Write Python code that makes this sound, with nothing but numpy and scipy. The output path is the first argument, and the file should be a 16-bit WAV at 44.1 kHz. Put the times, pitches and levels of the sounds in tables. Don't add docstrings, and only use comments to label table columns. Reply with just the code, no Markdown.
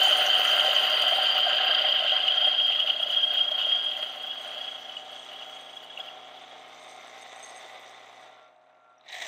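import sys
import numpy as np
from scipy import signal
from scipy.io import wavfile
from scipy.ndimage import uniform_filter1d

SR = 44100
rng = np.random.default_rng(int(sys.argv[2]) if len(sys.argv) > 2 else 0)


def inscribe(sig):
    pcm = np.round(np.clip(np.atleast_2d(sig).T, -1, 1) * 32767)
    wavfile.write(sys.argv[1], SR, pcm.astype(np.int16))


N = 409136
T = np.arange(N) / SR

# (time [s], squeal [dB], depth of its throb [dB], crunch [dB], chute knocking [dB], fizz [dB])
GRIND = [(0.0, -29.5, 4, -24.5, -36, -42.5), (0.6, -29.5, -0.5, -25.5, -30.5, -46.5),
         (1.2, -28, 1, -26.5, -32, -51.5), (1.7, -30, 6, -29, -31, -58.5),
         (2.1, -31, 9.5, -31, -29.5, -60.5), (2.5, -25.5, 2.5, -32.5, -36.5, -60.5),
         (2.85, -34, 5, -38, -37.5, -61.5), (3.3, -28.5, 7, -39, -43, -62.5),
         (3.6, -32.5, 5.5, -41.5, -44.5, -63.5), (3.95, -39.5, 1, -40.5, -41, -63),
         (4.4, -44, 4, -43, -53, -66), (4.8, -44.5, 8, -45.5, -59, -69), (5.1, -51.5, 5.5, -50, -63, -76),
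         (5.5, -45.5, 3.5, -47, -66, -70), (5.9, -55, 11, -56.5, -55, -72),
         (6.2, -53.5, 2, -55.5, -70, -79), (7.0, -58.5, 22, -51, -72, -83)]
# (time [s], length [s], rise of squeal [dB], rise of crunch [dB], rise of knocking [dB])
BITES = [(0.03, 0.16, 7.5, 1, 9), (0.17, 0.12, 3.5, -1, 5), (0.34, 0.14, 4, -1.5, 4.5),
         (0.54, 0.2, 3.5, 0.5, -2.5), (0.93, 0.018, 8, 1, 4), (1.07, 0.18, 3.5, 0, 2),
         (1.29, 0.16, 6, 0, 1), (1.44, 0.059, 7, -1, -4), (1.54, 0.14, 3.5, 0, 3.5),
         (1.72, 0.24, 4.5, 1.5, 0), (1.9, 0.39, 3, 1, 0), (2.16, 0.079, 6, 2.5, -4.5),
         (2.29, 0.098, -0.5, 1, -3), (2.45, 0.17, 4, -0.5, 3.5), (2.557, 0.013, 4.5, 0, -4),
         (2.62, 0.22, 4.5, -1.5, 2), (2.78, 0.24, 7.5, 1, 4.5), (2.9, 0.095, 4, 3.5, 8),
         (3.03, 0.023, 10, 3, 6), (3.075, 0.017, 4, -1, 1), (3.17, 0.26, 5, 3, 7.5), (3.225, .04, 7, -4, 5),
         (3.31, .025, 3.5, -1.5, 0), (3.345, .03, -3.5, 1, 2), (3.38, 0.21, 3.5, 4.5, 8),
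         (3.4, 0.068, 4.5, 0, 1), (3.52, 0.04, 2.5, 3, -7), (3.62, 0.12, 6, 7, 12.5),
         (3.72, 0.2, 10, 3.5, 9), (3.85, 0.28, 10.5, 0.5, 3.5), (3.997, 0.022, 5.5, 4, 1),
         (4.02, 0.17, 3.5, 1.5, -3), (4.035, 0.027, 9, 6, 3), (4.23, 0.048, 5, 1, -8),
         (4.31, 0.22, 7, -1, 7.5), (4.313, .016, 3.5, 1, -1), (4.47, 0.14, 3.5, 5, -4),
         (4.62, 0.33, 7.5, 4.5, 8), (4.92, .12, 3.5, 3, 12), (5.14, 0.16, 5.5, 3.5, 11),
         (5.34, 0.083, -6, 4.5, 18), (5.43, 0.053, 0, 3, 12), (5.77, 0.045, 11.5, 3, -7),
         (5.84, 0.047, 2, 9, -2), (5.91, 0.12, 10, -8, 7), (6.0, 0.049, 21.5, 13, 4),
         (6.08, 0.17, 7.5, 9, 13), (6.37, 0.11, 3.5, 4, 6), (6.53, 0.053, 17.5, -7, -3)]
CRACK_RISE = 0.31
FIZZ_PER_CRUNCH = 0.79
# (frequency [Hz], level [dB])
CRUNCH_SPECTRUM = [(35, -60.5), (70, -57.5), (250, -34), (489, -16), (595, -12), (752, -9), (863, -16.5),
                   (1057, -16), (1410, -10), (2350, -18.5), (3090, 3.5), (3540, -17), (4200, -19),
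                   (4750, -15), (5340, -47), (6500, -48.5), (8450, -70.5), (14300, -120)]
# (frequency [Hz], width [Hz], lift [dB])
HOUSING_MODES = [(589.4, 38, 9.5), (621, 31, 10), (757.6, 62, 11), (832, 40, -6), (1377, 17, 9),
                 (1710, 25, -1), (1920, 61, 3), (1060, 18, 6), (1277, 51, 4.5), (1430, 26, 6.5),
                 (2045, 180, 7.5)]
# (frequency [Hz], width [Hz], level [dB])
CHUTE_MODES = [(2840, 180, -7.5), (2982, 275, 8), (3460, 240, -2.5)]
# (frequency [Hz], level [dB])
FIZZ_SPECTRUM = [(2940, -43.5), (5000, -6), (5150, -21.5), (5350, -12.5), (6190, -3.5), (7200, -9),
                 (8020, -19.5), (9190, -5), (9690, -14.5), (10400, -24), (11900, -11), (13400, -17),
                 (14800, -7.5), (15200, -10.5), (16000, -25)]
# (time [s], peak [dB], ring [Hz])
SNAPS = [(0.1331, -21, 3050), (0.45, -13, 2970), (0.902, -27.5, 2850), (1.021, -13.5, 3080),
         (1.087, -29, 2880), (1.3778, -17, 2910), (2.0785, -18, 3060), (2.1192, -15.5, 3150),
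         (2.176, -26, 2950), (2.2797, -12, 2950), (2.3208, -15, 3130), (2.4184, -28, 2900),
         (2.455, -22, 2920), (2.5287, -30.5, 2990), (2.552, -22, 3200), (2.599, -16.5, 2900),
         (2.7227, -24, 2830), (2.8, -16.5, 3000), (2.9008, -16, 3160), (2.9991, -23, 2850),
         (3.1115, -31, 2980), (3.432, -28, 2840), (3.2323, -20, 3060), (3.3332, -35, 3000),
         (3.391, -20, 2960), (3.514, -21, 3210), (3.5886, -26, 2980), (3.707, -35, 2700),
         (3.951, -27, 2760), (4.31, -31, 3080), (4.9665, -26.5, 2940), (5.4222, -30, 2980),
         (5.9746, -27.5, 2810), (6.0833, -33, 2820), (8.9813, -60, 5770)]
# (time [s], peak [dB], centre [Hz])
TICKS = [(0.8984, -41, 14800), (1.1633, -46, 8900), (1.3803, -35, 15200), (1.6062, -57, 13800),
         (1.6516, -48, 13800), (1.8966, -50, 14600), (1.9435, -49, 14300), (2.1924, -57, 8100),
         (2.4668, -51, 9200), (2.5975, -54, 13700), (3.2306, -53, 9100), (3.3353, -43, 15200),
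         (3.8417, -52, 9100), (4.0178, -54, 13900), (4.0946, -58, 8310), (4.4099, -61, 8130),
         (4.4752, -52, 9050), (5.1158, -57, 11600), (5.3308, -58, 8680), (5.4121, -66, 9010),
         (5.8356, -66, 14700), (5.9888, -60, 11700), (6.2447, -78, 14100), (6.4113, -67, 8870),
         (6.4981, -69, 9370), (6.8364, -56, 8160), (7.0723, -53, 8150), (7.2205, -56, 8050),
         (7.3587, -54, 8100), (7.6211, -63, 8170), (7.7962, -62, 12200), (8.1294, -72, 8340)]
# (time [s], peak [dB], ring [Hz])
THUDS = [(0.069, -23, 764), (0.278, -26.5, 750), (0.546, -26, 606), (0.618, -28, 750), (0.679, -27.5, 600),
         (1.032, -25.5, 725), (1.121, -25.5, 664), (1.184, -24, 750), (1.383, -24, 1380),
         (1.464, -18.5, 720), (1.585, -24.5, 1605), (1.691, -25, 727), (1.805, -28, 614),
         (1.84, -26.5, 740), (1.873, -31, 740), (2.019, -26.5, 640), (2.045, -28.5, 644),
         (2.119, -28.5, 633), (2.187, -30.5, 1570), (2.427, -30.5, 751), (2.551, -33, 744),
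         (2.701, -35.5, 724), (2.841, -31, 654), (2.998, -31.5, 620), (3.058, -31.5, 616),
         (3.513, -30, 630), (3.611, -34, 1420), (3.665, -30, 614)]

# (time [s], speed [turns per second])
SHAFT_SPEED = [(0.0, 83.49), (0.5, 85.05), (1.0, 84.85), (1.5, 85.21), (2.0, 86.07), (2.5, 86.36),
               (3.0, 87.25), (3.5, 86.96), (4.0, 87.08), (5.0, 88.46), (6.0, 88.84), (6.4, 88.95),
               (7.0, 89.33), (9.28, 89.46)]
GEAR_RATIO, TEETH = 3, 56
THROB_LAG = .46
LOAD_SAG, FULL_LOAD_DB = .004, -26
# (multiple of the tooth rate [1], width [Hz])
SIDE_WHISTLES = [(1, 20), (3, 47)]
# (time [s], lower [dB], upper [dB])
SIDE_LEVELS = [(0, -10, -17.5), (1.001, -16.5, -15), (2, -13.5, -17.5), (2.501, -28.5, -28),
               (3, -29, -29.5), (4.001, -26.5, -28.5), (5.001, -14, -26.5), (7, -24, -31.5)]

RIPPLE_HZ = 120.05
HALF_RIPPLE = 0.75
RIPPLE_DB = -78
# (time [s], low tones [dB], overtones of the mains hum [dB], upper tones [dB])
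MOTOR_LEVELS = [(0.0, -56, -81, -59), (1.1, -59, -91, -64), (1.9, -61.5, -82.5, -63),
                (3.05, -61.5, -78, -48), (4.4, -64, -73.5, -55.5), (6.25, -66, -78, -56),
                (6.5, -65.5, -79, -56.5), (7.4, -70.5, -74, -58.5), (8.2, -74.5, -80.5, -60),
                (9.28, -79, -85, -65.5)]
# (multiple of the speed [1], level [dB], share of ripple [1])
LOW_ORDERS = [(1, -27, 0.088), (2, -11, 0.071), (3, -4, 0.12), (4, -6, 0.27), (5, -6.5, .2),
              (6, -11.5, 0.22)]
# (multiple of the speed [1], level [dB], share of ripple [1])
UPPER_ORDERS = [(7, -3, 0.1), (8, -3.5, .2), (10, -13, 0.25), (11, -19, .3), (12, -14.5, 0.36),
                (16, -22, 0.49)]
# (multiple of the ripple [1], level [dB])
HUM_ORDERS = [(2, 0), (2.5, -5), (4, 4.5), (4.5, 3.5), (5.5, 10.5), (6.5, 18.5), (7.5, 5), (9, 6.5),
              (10, 9)]
# (time [s], one ripple above the 14th multiple of the speed [dB], on the 14th multiple [dB])
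THIN_LEVELS = [(4.1, -59, -76), (4.59, -59, -63), (4.84, -68, -68), (5.49, -64, -64), (5.83, -70, -73),
               (6.03, -59, -61), (6.12, -60, -69), (6.15, -66, -85), (6.19, -64, -66), (6.27, -63, -66),
               (6.93, -74, -69), (7.02, -58, -69), (7.36, -85, -78), (7.43, -68, -71), (7.73, -77, -69),
               (7.79, -72, -75), (8.01, -65, -67), (8.08, -85, -67), (8.26, -65, -79), (8.47, -61, -79),
               (8.54, -80.5, -85), (8.92, -60, -84), (9.03, -82, -71), (9.1, -84, -83)]
THIN_WAVER_DB = 1.5
COMPANION_DB = -12
BELOW_DB = -9.5
# (frequency [Hz], level [dB])
IDLE_SPECTRUM = [(35, -99), (70, -62), (130, -31.5), (488, -12.5), (628, -7), (700, -5), (1390, -15),
                 (2200, -17), (2800, -21.5), (3600, -33), (4300, -45), (6000, -58), (9000, -62),
                 (14000, -92)]
# (time [s], level [dB])
IDLE_LEVELS = [(6.0, -52), (6.17, -52), (6.26, -71), (8.1, -73), (8.2, -54.5), (8.6, -56.5), (9.1, -58.5),
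               (9.28, -46)]

# (time [s], whirr [dB])
WHIRR_LEVELS = [(3.5, -42), (4.2, -53), (5.4, -51), (5.9, -52), (6.4, -50), (7.64, -47), (8.2, -52.5),
                (8.44, -49), (8.56, -57), (9.28, -56)]
# (frequency [Hz], level [dB])
WHIRR_SPECTRUM = [(35, -87), (70, -54.5), (108, -42), (200, -32.5), (290, -26.5), (380, -15), (508, -13),
                  (770, -4), (850, -8), (1240, -13), (1550, -17), (2020, -13.5), (2680, -17.5), (3300, -17),
                  (3700, -14), (4300, -29), (5500, -33.5), (7150, -68), (12100, -100)]
# (frequency [Hz], width [Hz], lift [dB])
BURR_MODES = [(635, 58, 1.5), (750, 12.5, 10.5), (837, 30, -5.5), (940, 34, -7.5), (2240, 150, 4.5),
              (3530, 460, 4.5)]
# (time [s], frequency [Hz], level against the whirr [dB])
HOLLOW = [(6.2, 2140, -30), (6.7, 2130, -12), (7.1, 2080, -9.5), (7.45, 1950, -10.5), (7.7, 2010, -8.5),
          (8.2, 1965, -11), (8.6, 2010, -10.5)]
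HOLLOW_WIDTH_HZ = 170
# (time [s], level [dB])
TRICKLE_LEVELS = [(4.0, -65), (4.8, -62), (5.17, -59.5), (5.4, -62.5), (6.25, -67), (6.8, -61),
                  (7.64, -58.5), (8.2, -66), (9.28, -67)]
# (frequency [Hz], level [dB])
PATTER_SPECTRUM = [(1760, -22.5), (3000, -22), (3620, 0), (4080, -6), (4860, -9.5), (6260, -9), (7300, -11),
                   (8280, -17.5), (9070, -24.5), (14800, -28.5), (16000, -39.5)]
# (frequency [Hz], width [Hz], lift [dB])
CUP_MODES = [(6060, 120, 7), (5990, 190, 5.5), (8330, 270, 10.5), (10420, 170, 3), (12100, 250, 4.5),
             (14500, 200, 5.5)]
# (time [s], length [s], rise above the steady singing [dB])
SINGING_SPELLS = [(4.4, .2, 19), (4.71, 0.3, 22), (5.16, 0.35, 22), (5.6, 0.76, 17), (6.05, .15, 16),
                  (6.57, .1, 4), (6.88, 0.5, 24), (7.09, 0.074, 16), (7.22, .06, 28.5), (7.46, 0.38, 31),
                  (7.57, 0.088, 18.5), (7.8, 0.13, 19)]
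SINGING_DB, SINGING_FROM_S, SINGING_TO_S = -85, 3.1, 7.6
# (frequency [Hz], width [Hz], level [dB])
WALL_MODES = [(6400, 180, 2), (7640, 100, -12), (8180, 120, 4), (10900, 150, -11)]
# (time [s], level [dB], share of treble above the cup's body [0-1])
SHAKE = [(9.03, -75, .0), (9.05, -60, 0.5), (9.08, -54, .1), (9.09, -45, 0), (9.125, -41.5, 0.95),
         (9.135, -38, 0.54), (9.165, -42.5, .85), (9.22, -37.5, 0.82), (9.25, -40, 1), (9.28, -37.5, 0.9)]
# (frequency [Hz], level [dB])
SHAKEN_SPECTRUM = [(88, -86), (150, -56), (354, -19), (545, -22), (650, 1), (1450, -25), (1870, 2.5),
                   (2650, -8.5), (3700, -6.5), (4670, -18), (6140, -9), (8000, -20), (10200, -47),
                   (11500, -31), (13300, -52), (15000, -32), (16000, -39)]
# (frequency [Hz], width [Hz], lift [dB])
RATTLE_MODES = [(3900, 240, 6), (8460, 490, 12), (10700, 150, 11), (12100, 500, 15), (14600, 500, 10)]
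# (time [s], peak [dB], upper rings against the lower [dB])
CRUMBS = [(8.4433, -59, 0), (8.4842, -57, 0), (8.5046, -66, -3), (8.561, -59, 0), (8.6128, -61, 0),
          (8.6383, -64, -2), (8.6692, -63, 2), (8.6957, -64, 1), (8.7505, -65, -3), (8.771, -66, -2),
          (8.8004, -67, 2.5), (8.9007, -65, 4.5), (8.9541, -66, 3), (9.0104, -51, 8), (9.0374, -53, -1),
          (9.0459, -54, -7), (9.0628, -53, 8), (9.0808, -42, 2), (9.0858, -37, 4), (9.104, -42, 6),
          (9.1266, -31, 2), (9.14, -42, 4), (9.1711, -40, -5), (9.188, -34, -2), (9.2135, -35, 4),
          (9.222, -33, 0), (9.268, -36, 0)]
# (frequency [Hz], width [Hz], level [dB])
CUP_LOW_MODES = [(740, 120, -8), (1910, 210, 0), (2300, 420, -1)]
# (frequency [Hz], width [Hz], level [dB])
CUP_HIGH_MODES = [(2850, 300, -5), (3570, 320, -0.5), (3800, 370, 7.5), (6150, 1200, -27)]

# (fall from [s], fall to [s], return from [s], return to [s])
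DIP_TIMES = (8.24, 8.55, 9.0, 9.15)
DIP_LOW_DB, DIP_HUM_DB, DIP_IDLE_DB, DIP_WHIRR_DB, DIP_TRICKLE_DB = -4.5, -10.5, -7.5, -17.5, -19
# (frequency [Hz], time to fall by 60 dB [s])
KITCHEN_DECAY = [(200, 0.025), (2000, 0.21), (12000, 0.16)]
EDGE_HZ = 15750


def gain_of(db):
    return 10 ** (np.asarray(db) / 20)


def evened(x):
    return x / np.sqrt(np.mean(x ** 2) + 1e-20)


def read(points, hz):
    f, value = np.transpose(points)
    return np.interp(np.log(hz + 1), np.log(f + 1), value)


def curves(rows):
    s, *columns = np.transpose(rows)
    return [np.interp(T, s, c) for c in columns]


def swells(rows, rise=0.54):
    s, length, *columns = np.transpose(rows)
    coarse = T[::64]
    u = (coarse[:, None] - s) / length + .5
    ramp = np.clip(np.minimum(u / rise, (1 - u) / (1 - rise)), 0, 1)
    shape = np.sin(np.pi / 2 * ramp) ** 2
    return [np.interp(T, coarse, shape @ db) for db in columns]


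def slow(hz):
    return evened(signal.sosfilt(signal.butter(2, hz, fs=SR, output="sos"), rng.standard_normal(N)))


def dip(db, returns=True):
    return gain_of(db * np.interp(T, DIP_TIMES, [0, 1, 1, 0 if returns else 1]))


def ripple(depth):
    return 1 + depth * (np.cos(2 * np.pi * RIPPLE_HZ * T) + HALF_RIPPLE * np.cos(np.pi * RIPPLE_HZ * T))


def resonate(x, hz, width):
    turn = np.exp(2j * np.pi * np.cumsum(hz * np.ones(len(x))) / SR)
    r = np.exp(-np.pi * width / SR)
    return 2 * (turn * signal.lfilter([1 - r], [1, -r], x / turn)).real


def resonate_twice(x, hz, width, second_width=None):
    return resonate(resonate(x, hz, width), hz, second_width or width)


def colour(x, spectrum, modes=()):
    hz = abs(np.fft.fftfreq(8192, 1 / SR))
    db = read(spectrum, hz) + sum(lift / (1 + (2 * (hz - f) / width) ** 2) for f, width, lift in modes)
    log_gain = np.log(gain_of(np.maximum(db - db.max(), -100)))
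    taps = np.fft.ifft(np.exp(np.conj(signal.hilbert(log_gain)))).real[:4096]
    return evened(signal.oaconvolve(x, taps)[:N])


def grit(per_s, spread_db, burst_s, bed):
    sizes = gain_of(spread_db * np.minimum(rng.exponential(1, N), 4))
    hits = sizes * (rng.random(N) < per_s / SR)
    decay = np.exp(-1 / (burst_s * SR))
    bursts = signal.lfilter([1], [1, -decay], uniform_filter1d(hits, size=130))
    return (bed + evened(bursts)) * rng.standard_normal(N)


def scattered(spectrum, modes, edges_hz, shared, **grain):
    bands = [signal.sosfilt(signal.butter(2, e, "band", fs=SR, output="sos"), grit(**grain))
             for e in zip(edges_hz, edges_hz[1:])]
    return colour(sum(bands) + shared * grit(**grain), spectrum, modes)


def beans(level_db, rise_db):
    crunch_db, knock_db = level_db[0] + rise_db[0], level_db[1] + rise_db[1]
    fizz_db = level_db[2] + FIZZ_PER_CRUNCH * rise_db[0]
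    crunch = scattered(CRUNCH_SPECTRUM, HOUSING_MODES, [40, 680, 1150, 1750, 2500, 3500, 4300, 8000],
                       shared=0.67, per_s=110, spread_db=4.5, burst_s=0.004, bed=1.64)
    knocks = grit(per_s=150, spread_db=0.0, burst_s=0.00043, bed=1.0)
    knock = evened(sum(gain_of(db) * resonate_twice(knocks, f, w) for f, w, db in CHUTE_MODES))
    fizz = scattered(FIZZ_SPECTRUM, [], np.linspace(4500, 16500, num=13),
                     shared=.7, per_s=53, spread_db=5.0, burst_s=0.011, bed=0.62)
    return gain_of(crunch_db) * crunch + gain_of(knock_db) * knock + gain_of(fizz_db) * fizz * ripple(0.13)


def blows(rows, t60, click_db, spread_hz):
    out, t = np.zeros(N + 2000), np.arange(2000) / SR
    for (s, db, hz), puff in zip(rows, rng.standard_normal((len(rows), 2000))):
        puff = puff * gain_of(-60 * t / t60) * np.minimum(t / 0.0002, 1)
        ring = resonate_twice(puff, hz, spread_hz)
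        click = resonate_twice(puff, hz, 3000)
        blow = ring / abs(ring).max() + gain_of(click_db) * click / abs(click).max()
        out[round(s * SR):][:2000] += gain_of(db) * blow
    return out[:N]


def gear(speed, turns, level_db, depth_db):
    tooth_hz = speed / GEAR_RATIO * TEETH * (1 - LOAD_SAG * gain_of(level_db - FULL_LOAD_DB))
    rub = rng.standard_normal(N)
    wavering_hz = 2 * tooth_hz + 26 * slow(hz=72)
    sung = np.sin(2 * np.pi * np.cumsum(wavering_hz) / SR) * gain_of(0.48 * slow(hz=39.7))
    squeal = evened(sung) + .5 * evened(resonate_twice(rub, 2 * tooth_hz, 90, 150))
    for db, (k, width) in zip(curves(SIDE_LEVELS), SIDE_WHISTLES):
        squeal += gain_of(db) * evened(resonate_twice(rub, k * tooth_hz, width, 4 * width))
    throb = gain_of(depth_db * np.cos(2 * np.pi * (turns / GEAR_RATIO + THROB_LAG)))
    throb /= np.sqrt(np.i0(depth_db * np.log(10) / 10))
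    return gain_of(level_db) * evened(squeal * ripple(0.12)) * throb


def motor_stack(orders, turns):
    return sum(gain_of(db) * ripple(share) * np.sin(2 * np.pi * (k * turns + rng.random()))
               for k, db, share in orders)


def thin_tones(turns):
    above_db, on_db = (db + THIN_WAVER_DB * slow(hz=1.7) * (T < DIP_TIMES[0]) for db in curves(THIN_LEVELS))
    slots, mains = 2 * np.pi * 14 * turns, 2 * np.pi * RIPPLE_HZ * T
    beside = np.sin(slots + mains)
    beside += gain_of(COMPANION_DB) * np.sin(slots + 2 * mains)
    beside += gain_of(BELOW_DB) * np.sin(slots - mains)
    return (gain_of(above_db) * beside + gain_of(on_db) * np.sin(slots)) * np.clip(T - 4.1, 0, 1)


def motor(turns):
    low_db, hum_db, upper_db = curves(MOTOR_LEVELS)
    tones = gain_of(low_db) * dip(DIP_LOW_DB) * motor_stack(LOW_ORDERS, turns)
    tones += gain_of(upper_db) * motor_stack(UPPER_ORDERS, turns)
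    overtones = sum(gain_of(db) * np.sin(2 * np.pi * k * RIPPLE_HZ * T) for k, db in HUM_ORDERS)
    hum = gain_of(hum_db) * overtones + gain_of(RIPPLE_DB) * np.sin(2 * np.pi * RIPPLE_HZ * T)
    idle = colour(grit(per_s=54, spread_db=5.0, burst_s=0.0036, bed=3.6), IDLE_SPECTRUM, BURR_MODES[:4])
    idle *= np.clip(T - 5.5, 0, 1) * gain_of(curves(IDLE_LEVELS)[0]) * dip(DIP_IDLE_DB)
    return np.sqrt(2) * (tones + dip(DIP_HUM_DB) * hum + thin_tones(turns)) + idle


def empty_burrs():
    whirr = colour(grit(per_s=110, spread_db=1.5, burst_s=0.0028, bed=3.3), WHIRR_SPECTRUM, BURR_MODES)
    whirr *= np.clip(T - 3.1, 0, 1)
    hollow_hz, hollow_db = curves(HOLLOW)
    air = resonate_twice(rng.standard_normal(N), hollow_hz, HOLLOW_WIDTH_HZ)
    whirr = (whirr + gain_of(hollow_db) * evened(air)) * ripple(0.098)
    return gain_of(curves(WHIRR_LEVELS)[0]) * dip(DIP_WHIRR_DB, returns=False) * whirr


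def falling_grounds():
    patter = scattered(PATTER_SPECTRUM, CUP_MODES, np.linspace(2500, 16500, num=9),
                       shared=0.33, per_s=83, spread_db=0.0, burst_s=0.017, bed=0.58)
    trickle = gain_of(curves(TRICKLE_LEVELS)[0]) * dip(DIP_TRICKLE_DB, returns=False) * patter
    taps = grit(per_s=110, spread_db=7.5, burst_s=0.0066, bed=0.95)
    wall = evened(sum(gain_of(db) * resonate_twice(taps, f, w) for f, w, db in WALL_MODES))
    spells = gain_of(SINGING_DB + swells(SINGING_SPELLS)[0]) * (T > SINGING_FROM_S) * (T < SINGING_TO_S)
    return (trickle + spells * wall) * ripple(0.33)


def shaken_cup():
    grains = grit(per_s=250, spread_db=2.0, burst_s=0.0037, bed=0.95)
    rattle = colour(grains, SHAKEN_SPECTRUM, RATTLE_MODES + BURR_MODES)
    dull = signal.sosfilt(signal.butter(4, 6500, fs=SR, output="sos"), rattle)
    shake_db, bright = curves(SHAKE)
    return gain_of(shake_db) * (T > SHAKE[0][0]) * (dull + np.clip(bright, 0, 1) * (rattle - dull))


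def cup_rings(puff, modes):
    return sum(gain_of(db) * resonate_twice(puff, f, w) / np.sqrt(w) for f, w, db in modes)


def crumbs():
    out, t = np.zeros(N + 1500), np.arange(1500) / SR
    for (s, db, upper_db), puff in zip(CRUMBS, rng.standard_normal((len(CRUMBS), 1500))):
        puff = puff * gain_of(-60 * t / 0.009) * np.minimum(t / 0.00044, 1)
        ring = cup_rings(puff, CUP_LOW_MODES) + gain_of(upper_db) * cup_rings(puff, CUP_HIGH_MODES)
        out[round(s * SR):][:1500] += gain_of(db) * ring / abs(ring).max()
    return out[:N]


def kitchen(x):
    taps, at = np.zeros(SR // 2), np.arange(200, SR // 2 - 20, 20)
    taps[at + rng.integers(0, 20, len(at))] = rng.choice([-1., 1.], len(at))
    hz, t, z = signal.stft(taps, SR, nperseg=256)
    decay = gain_of(-60 * t / read(KITCHEN_DECAY, hz)[:, None])
    tail = signal.istft(z * decay, SR, nperseg=256)[1]
    return signal.fftconvolve(x, tail / np.linalg.norm(tail))[:N]


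def scene():
    speed = curves(SHAFT_SPEED)[0]
    turns = np.cumsum(speed) / SR
    squeal_db, depth_db, *bean_db = curves(GRIND)
    squeal_rise_db = swells(BITES)[0]
    bean_rise_db = swells(BITES, CRACK_RISE)[1:]
    load = beans(bean_db, bean_rise_db) + gear(speed, turns, squeal_db + squeal_rise_db, depth_db)
    hits = blows(SNAPS, t60=0.02, spread_hz=254, click_db=-35.5)
    hits += blows(TICKS, t60=0.05, spread_hz=1100, click_db=-6.5)
    hits += blows(THUDS, t60=0.035, spread_hz=118, click_db=-31.5)
    rough = np.clip((6.9 - T) / 0.63, 0, 1) * load + hits
    rough += empty_burrs() + falling_grounds() + shaken_cup() + crumbs()
    return (motor(turns) + rough + gain_of(-13.5) * kitchen(rough))[None]


def record(dry):
    thinned = signal.sosfilt(signal.butter(2, 75, "high", fs=SR, output="sos"), dry)
    band_limit = signal.firwin(511, EDGE_HZ, window=("kaiser", 9), fs=SR)
    return signal.oaconvolve(thinned, band_limit[None], "same")


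dry = scene()
out = record(dry)
inscribe(out)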